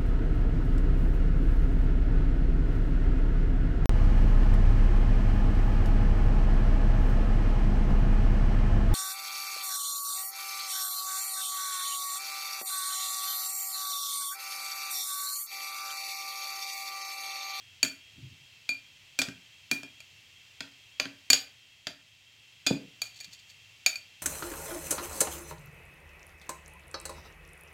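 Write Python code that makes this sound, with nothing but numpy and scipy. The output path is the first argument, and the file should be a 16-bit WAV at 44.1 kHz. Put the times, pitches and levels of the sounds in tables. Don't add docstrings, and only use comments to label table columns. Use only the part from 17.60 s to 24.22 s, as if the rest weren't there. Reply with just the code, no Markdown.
import sys
import numpy as np
from scipy import signal
from scipy.fft import rfft, irfft
from scipy.io import wavfile

SR = 44100
rng = np.random.default_rng(int(sys.argv[2]) if len(sys.argv) > 2 else 0)


def put_to_file(sound):
    columns = np.atleast_2d(sound).T
    safe = np.clip(columns, -1, 1)
    whole_steps = np.round(safe * 32767)
    wavfile.write(sys.argv[1], SR, whole_steps.astype(np.int16))


N = 291942
T = np.arange(SR // 2) / SR
ATTACK = SR // 125


def amp(db):
    return 10 ** (np.asarray(db) / 20)


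def curve_at(points, hz):
    freqs, values = np.transpose(points)
    return np.interp(np.log(hz + 1), np.log(freqs + 1), values)


def unit_rms(x):
    return x / np.sqrt(np.mean(x ** 2) + 1e-20)


def unit_attack(x):
    return x / np.sqrt(np.mean(x[:ATTACK] ** 2) + 1e-20)


def add(mix, start_s, sound):
    part = mix[round(start_s * SR):][:len(sound)]
    part += sound[:len(part)]


def swell(peak_s, rise_s, fall_s):
    t = np.arange(N) / SR - peak_s
    return np.exp(np.maximum(np.minimum(t / rise_s, -t / fall_s), -30))


def colour(x, spectrum, size=4096):
    log_gain = np.log(amp(curve_at(spectrum, abs(np.fft.fftfreq(size, 1 / SR)))))
    taps = np.fft.ifft(np.exp(np.conj(signal.hilbert(log_gain)))).real[:size // 2]
    return signal.fftconvolve(x, taps)[:len(x)]


def burst(spectrum, decay_s):
    return unit_attack(colour(rng.standard_normal(len(T)) * np.exp(-T / decay_s), spectrum))


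def ring(modes, rise_s, length=1, scatter_db=1):
    hz, db, t60 = np.transpose(modes)[:, :, None]
    share, phase = rng.uniform(-1, 1, hz.shape), rng.random(hz.shape)
    onset = 1 - np.exp(-T / rise_s)
    envelopes = onset * amp(db + scatter_db * share - 60 * T / (t60 * length))
    attack_power = (envelopes[:, :ATTACK] ** 2).mean(1).sum() / 2
    return (envelopes * np.sin(2 * np.pi * (hz * T + phase))).sum(0) / np.sqrt(attack_power)


# freq_hz, t60_s
ROOM_DECAY = [(150, .35), (500, 0.35), (1400, 0.34), (3700, 0.26), (7000, 0.23), (14000, 0.28)]

def kitchen(x, wet_db, predelay_s=0.0064, build_s=0.00064):
    hz, t, noise = signal.stft(rng.standard_normal(len(T)), SR, nperseg=256)
    decay = amp(-60 * t / curve_at(ROOM_DECAY, hz)[:, None])
    tail = signal.istft(noise * decay, SR, nperseg=256)[1][:len(T)]
    tail *= 1 - np.exp(-np.maximum(T - predelay_s, 0) / build_s)
    return x + amp(wet_db) * signal.fftconvolve(x, tail / np.linalg.norm(tail))[:len(x)]


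# freq_hz, level_db
HISS_SPECTRUM = [(25, -25.5), (50, -13), (100, -1.5), (170, -10.5), (420, -16), (800, -15), (1300, -15),
                 (1650, -12.5), (2050, -4.5), (2900, -2.5), (4000, -7), (7600, -14), (9000, -23.5),
                 (16000, -26)]
# centre_hz, width_hz, level_db
HISS_HUMPS = [(110, 51, -69), (2692, 180, -61), (3146, 98, -64.5), (3260, 18, -63.5)]

def hiss(sag_db=-3, sag_at_s=4.41, sag_width_s=0.58):
    hz, t = np.fft.rfftfreq(N, 1 / SR), np.arange(N) / SR

    def noise(gain):
        return unit_rms(irfft(rfft(rng.standard_normal(N)) * gain, N))

    wide = noise(amp(curve_at(HISS_SPECTRUM, hz)))
    humps = sum(amp(level_db) * noise(1 / (1 + (2 * (hz - centre_hz) / width_hz) ** 2))
                for centre_hz, width_hz, level_db in HISS_HUMPS)
    sag = amp(sag_db * np.exp(-((t - sag_at_s) / sag_width_s) ** 2))
    return sag * (amp(-58.5) * wide + amp(-2.5) * humps)


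# peak_s, level_db
NUDGES = [(0.59, -40.5), (0.647, -41), (0.728, -45.5), (0.82, -57)]
# freq_hz, level_db
CLOTH_SPECTRUM = [(40, -32), (90, 8.5), (130, 12.5), (190, -3), (300, -2.5), (420, -20), (700, -49),
                  (3000, -73)]

def cloth_rub():
    envelope = sum(amp(db) * swell(peak_s, rise_s=0.016, fall_s=0.021) for peak_s, db in NUDGES)
    return amp(-6) * envelope * unit_rms(colour(rng.standard_normal(N), CLOTH_SPECTRUM))


# pitch_hz, level_db, t60_s
TABLE_MODES = [(121, -13, .22), (166, -9, .13), (200, -9, .1), (243, -5, .12), (279, 1, .19),
               (366, -10, .12), (408, -9, .1), (560, -13, .06), (630, -12, .08)]

def table_knock(length=1):
    return ring(TABLE_MODES, rise_s=0.002, length=length)


# start_s, level_db, contact_s
BUMPS = [(1.682, -39, 0.0047), (5.106, -33, 0.0011), (5.11, -20, 0.0019), (5.677, -59, 0.0052)]
# freq_hz, level_db
THUD_SPECTRUM = [(30, -41.5), (70, -13), (120, -9), (180, -1), (280, -4.5), (420, -7), (600, -7.5),
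                 (900, -13), (2000, -18), (8000, -95)]

def bowl_bumps():
    out = np.zeros(N)
    push = unit_attack(colour(signal.unit_impulse(len(T)), THUD_SPECTRUM))
    for start_s, level_db, contact_s in BUMPS:
        judder = amp(-9) * burst(THUD_SPECTRUM, decay_s=0.009)
        thud = push + judder + amp(-5) * table_knock(length=0.7)
        band = signal.butter(2, [70, 1 / contact_s], "bandpass", fs=SR)
        muffled = unit_attack(signal.lfilter(*band, thud))
        add(out, start_s, kitchen(amp(level_db) * muffled, wet_db=-9))
    return out


# pitch_hz, level_db, t60_s
NEIGHBOUR_MODES = [(2465, 0, .19), (3475, -3, .15), (4740, 0, .22), (4990, -5, .2), (6440, -8, .1)]
# start_s, level_db, favoured_hz
TOUCHES = [(1.617, -39, 5200), (3.731, -25.5, 3340), (5.0685, -23.5, 3240)]

def neighbour_bowl(octave_away_db=-16):
    out = np.zeros(N)
    for start_s, level_db, favoured_hz in TOUCHES:
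        modes = [(hz, db + octave_away_db * np.log2(hz / favoured_hz) ** 2, t60)
                 for hz, db, t60 in NEIGHBOUR_MODES]
        glass = amp(level_db) * ring(modes, rise_s=0.0006, length=0.4)
        add(out, start_s, kitchen(glass, wet_db=-5.5))
    return out


# pitch_hz, level_db, t60_s
GLASS_LOW = [(2409, 0, .22), (2436, -12, .15), (2360, -8, .04)]
GLASS_MID = [(4535, 0, .2), (4580, -3, .16), (4640, -1, .035), (4800, -5, .04)]
GLASS_HIGH = [(6778, 0, .21), (6878, -7, .18), (6700, -1, .04)]
GLASS_SHIMMER = [(8400, -2, .12), (9250, -1, .11), (10660, -2, .11), (12130, 1, .13), (12310, -6, .1),
                 (14550, -8, .1), (15430, -12, .1)]

def glass_ring(ring_db, tilt_db, treble_db, length):
    clusters = [(GLASS_LOW, -1 - tilt_db), (GLASS_MID, 1.5), (GLASS_HIGH, -3 + tilt_db)]
    body = sum(amp(ring_db + db) * ring(modes, rise_s=0.0006, length=length) for modes, db in clusters)
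    shimmer_db = -7.5 + (treble_db + ring_db + tilt_db) / 2
    return body + amp(shimmer_db) * ring(GLASS_SHIMMER, rise_s=0.0005, length=length, scatter_db=5)


# freq_hz, level_db
LOW_CRACK_SPECTRUM = [(60, -39), (300, -19.5), (650, 1.5), (1100, -10), (1550, 4), (1900, -6),
                      (2800, -35.5), (6000, -39.5)]
CRACK_SPECTRUM = [(1500, -15), (2200, -0.5), (3300, -0.5), (4700, 4), (5600, -4), (7000, 1.5), (8300, -7),
                  (9200, -43), (16000, -26)]
FIZZ_SPECTRUM = [(5000, -17.5), (8000, 1), (11000, -2.5), (16000, -9.5)]
# pitch_hz, level_db, t60_s
SPOON_MODES = [(1500, -17, .025), (1740, -14, .025), (2560, -3, .02), (3270, -1, .022), (4090, -6, .012),
               (4720, 0, .022), (5400, -6, .018), (6420, -3, .022), (7700, -6, .02)]

def contact_crack(force_db, treble_db, knock_db):
    chatter_s = 0.0032 * 2 ** ((force_db + 32) / 19)
    low_db = -14 + 0.58 * force_db + 0.16 * (force_db + knock_db)
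    crack = amp(force_db + 1) * burst(CRACK_SPECTRUM, chatter_s)
    crack += amp(low_db) * burst(LOW_CRACK_SPECTRUM, 1.58 * chatter_s)
    fizz = amp(force_db + treble_db - 2) * burst(FIZZ_SPECTRUM, 1.3 * chatter_s)
    steel = amp(force_db - 3.5) * ring(SPOON_MODES, rise_s=0.0002, scatter_db=5)
    cutoff_hz = np.clip(4200 * 2 ** ((treble_db + 20.5) / 6.5), 1000, 20000)
    rice_cushion = signal.butter(2, cutoff_hz, fs=SR)
    return signal.lfilter(*rice_cushion, crack + steel) + fizz


# peak_s, level_db, rise_s
SCRAPES = [(5.463, -39, 0.013), (5.608, -44.5, 0.042), (5.648, -41.5, 0.011), (5.734, -43, 0.01),
           (5.785, -46, 0.0023), (5.894, -44, 0.0094)]

def spoon_drag(slips_per_s=350):
    envelope = sum(amp(db) * swell(peak_s, rise_s, fall_s=0.009) for peak_s, db, rise_s in SCRAPES)
    slips = unit_rms(rng.standard_normal(N) * (rng.random(N) < slips_per_s / SR))
    clusters = [(GLASS_LOW, -5), (GLASS_MID, 0), (GLASS_HIGH, -1.5), (GLASS_SHIMMER, -8)]
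    tick = sum(amp(db) * ring(modes, rise_s=0.0005, length=0.35) for modes, db in clusters)
    tick += amp(7.5) * burst(CRACK_SPECTRUM, decay_s=0.0045)
    tick += amp(-23) * burst(FIZZ_SPECTRUM, decay_s=0.0027)
    return amp(-3) * signal.fftconvolve(slips * envelope, tick / np.linalg.norm(tick))[:N]


# start_s, force_db, treble_db, ring_db, tilt_db, knock_db, length_ratio
CLINKS = [(0.2296, -29, -2.5, 7, -0.5, -10, 0.18), (0.2487, -36.5, -8, -20, 0, -10, 0.28),
          (1.091, -39, -7.5, 5, -6.5, -12.5, 0.79), (1.5893, -27, -5.5, -6, -9.5, -10, 0.37),
          (1.617, -27.5, -13, -28, 2, -17, 0.59), (1.6858, -42.5, -18, -26, -5, -3.5, .5),
          (2.1133, -29.5, -4.5, -5, -9.5, -7.5, 0.38), (2.2322, -47.5, -10.5, -12, -13, -0.5, 0.56),
          (2.404, -55, -4.5, 4.5, -1, -35, 0.12), (3.0058, -31.5, -21.5, -21, -4.5, -19, 0.34),
          (3.3984, -25, -19.5, -9.5, -2.5, -20.5, .25), (3.455, -35.5, -24.5, -18, -13, -9, 0.11),
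          (3.7018, -21, -6.5, 1.5, 3.5, -21.5, 0.37), (3.731, -18, -17, -10, 8, -37.5, 0.39),
          (4.2694, -29.5, -21, -19, -1, -20.5, .4), (5.0648, -29, -16, -11, 10, -11, 0.24),
          (5.0684, -27, -10.5, -9.5, 5, -15.5, 0.44), (5.4179, -36.5, -3.5, 3.5, 0, -37, 0.2),
          (5.6082, -54, -2.5, 8.5, 1, -25, 0.26), (6.262, -23.5, -9.5, 3, -1, -38.5, 0.2),
          (6.357, -47, -7, 6.5, -3.5, -35, .36)]

def clinks():
    out = np.zeros(N)
    for start_s, force_db, treble_db, ring_db, tilt_db, knock_db, length_ratio in CLINKS:
        contact = contact_crack(force_db, treble_db, knock_db)
        glass = amp(force_db) * glass_ring(ring_db, tilt_db, treble_db, length_ratio)
        knock = amp(force_db + knock_db) * table_knock()
        add(out, start_s, kitchen(contact, wet_db=-7.5) + kitchen(glass + knock, wet_db=-8))
    return out


def scene():
    hits = clinks() + neighbour_bowl() + bowl_bumps()
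    friction = kitchen(cloth_rub() + spoon_drag(), wet_db=-14.5)
    return (hits + friction + hiss())[None]


def record(dry):
    high_cut = signal.firwin(255, 16000, window=("kaiser", 9), fs=SR)
    return signal.oaconvolve(dry, high_cut[None], "same")


dry = scene()
out = record(dry)
put_to_file(out)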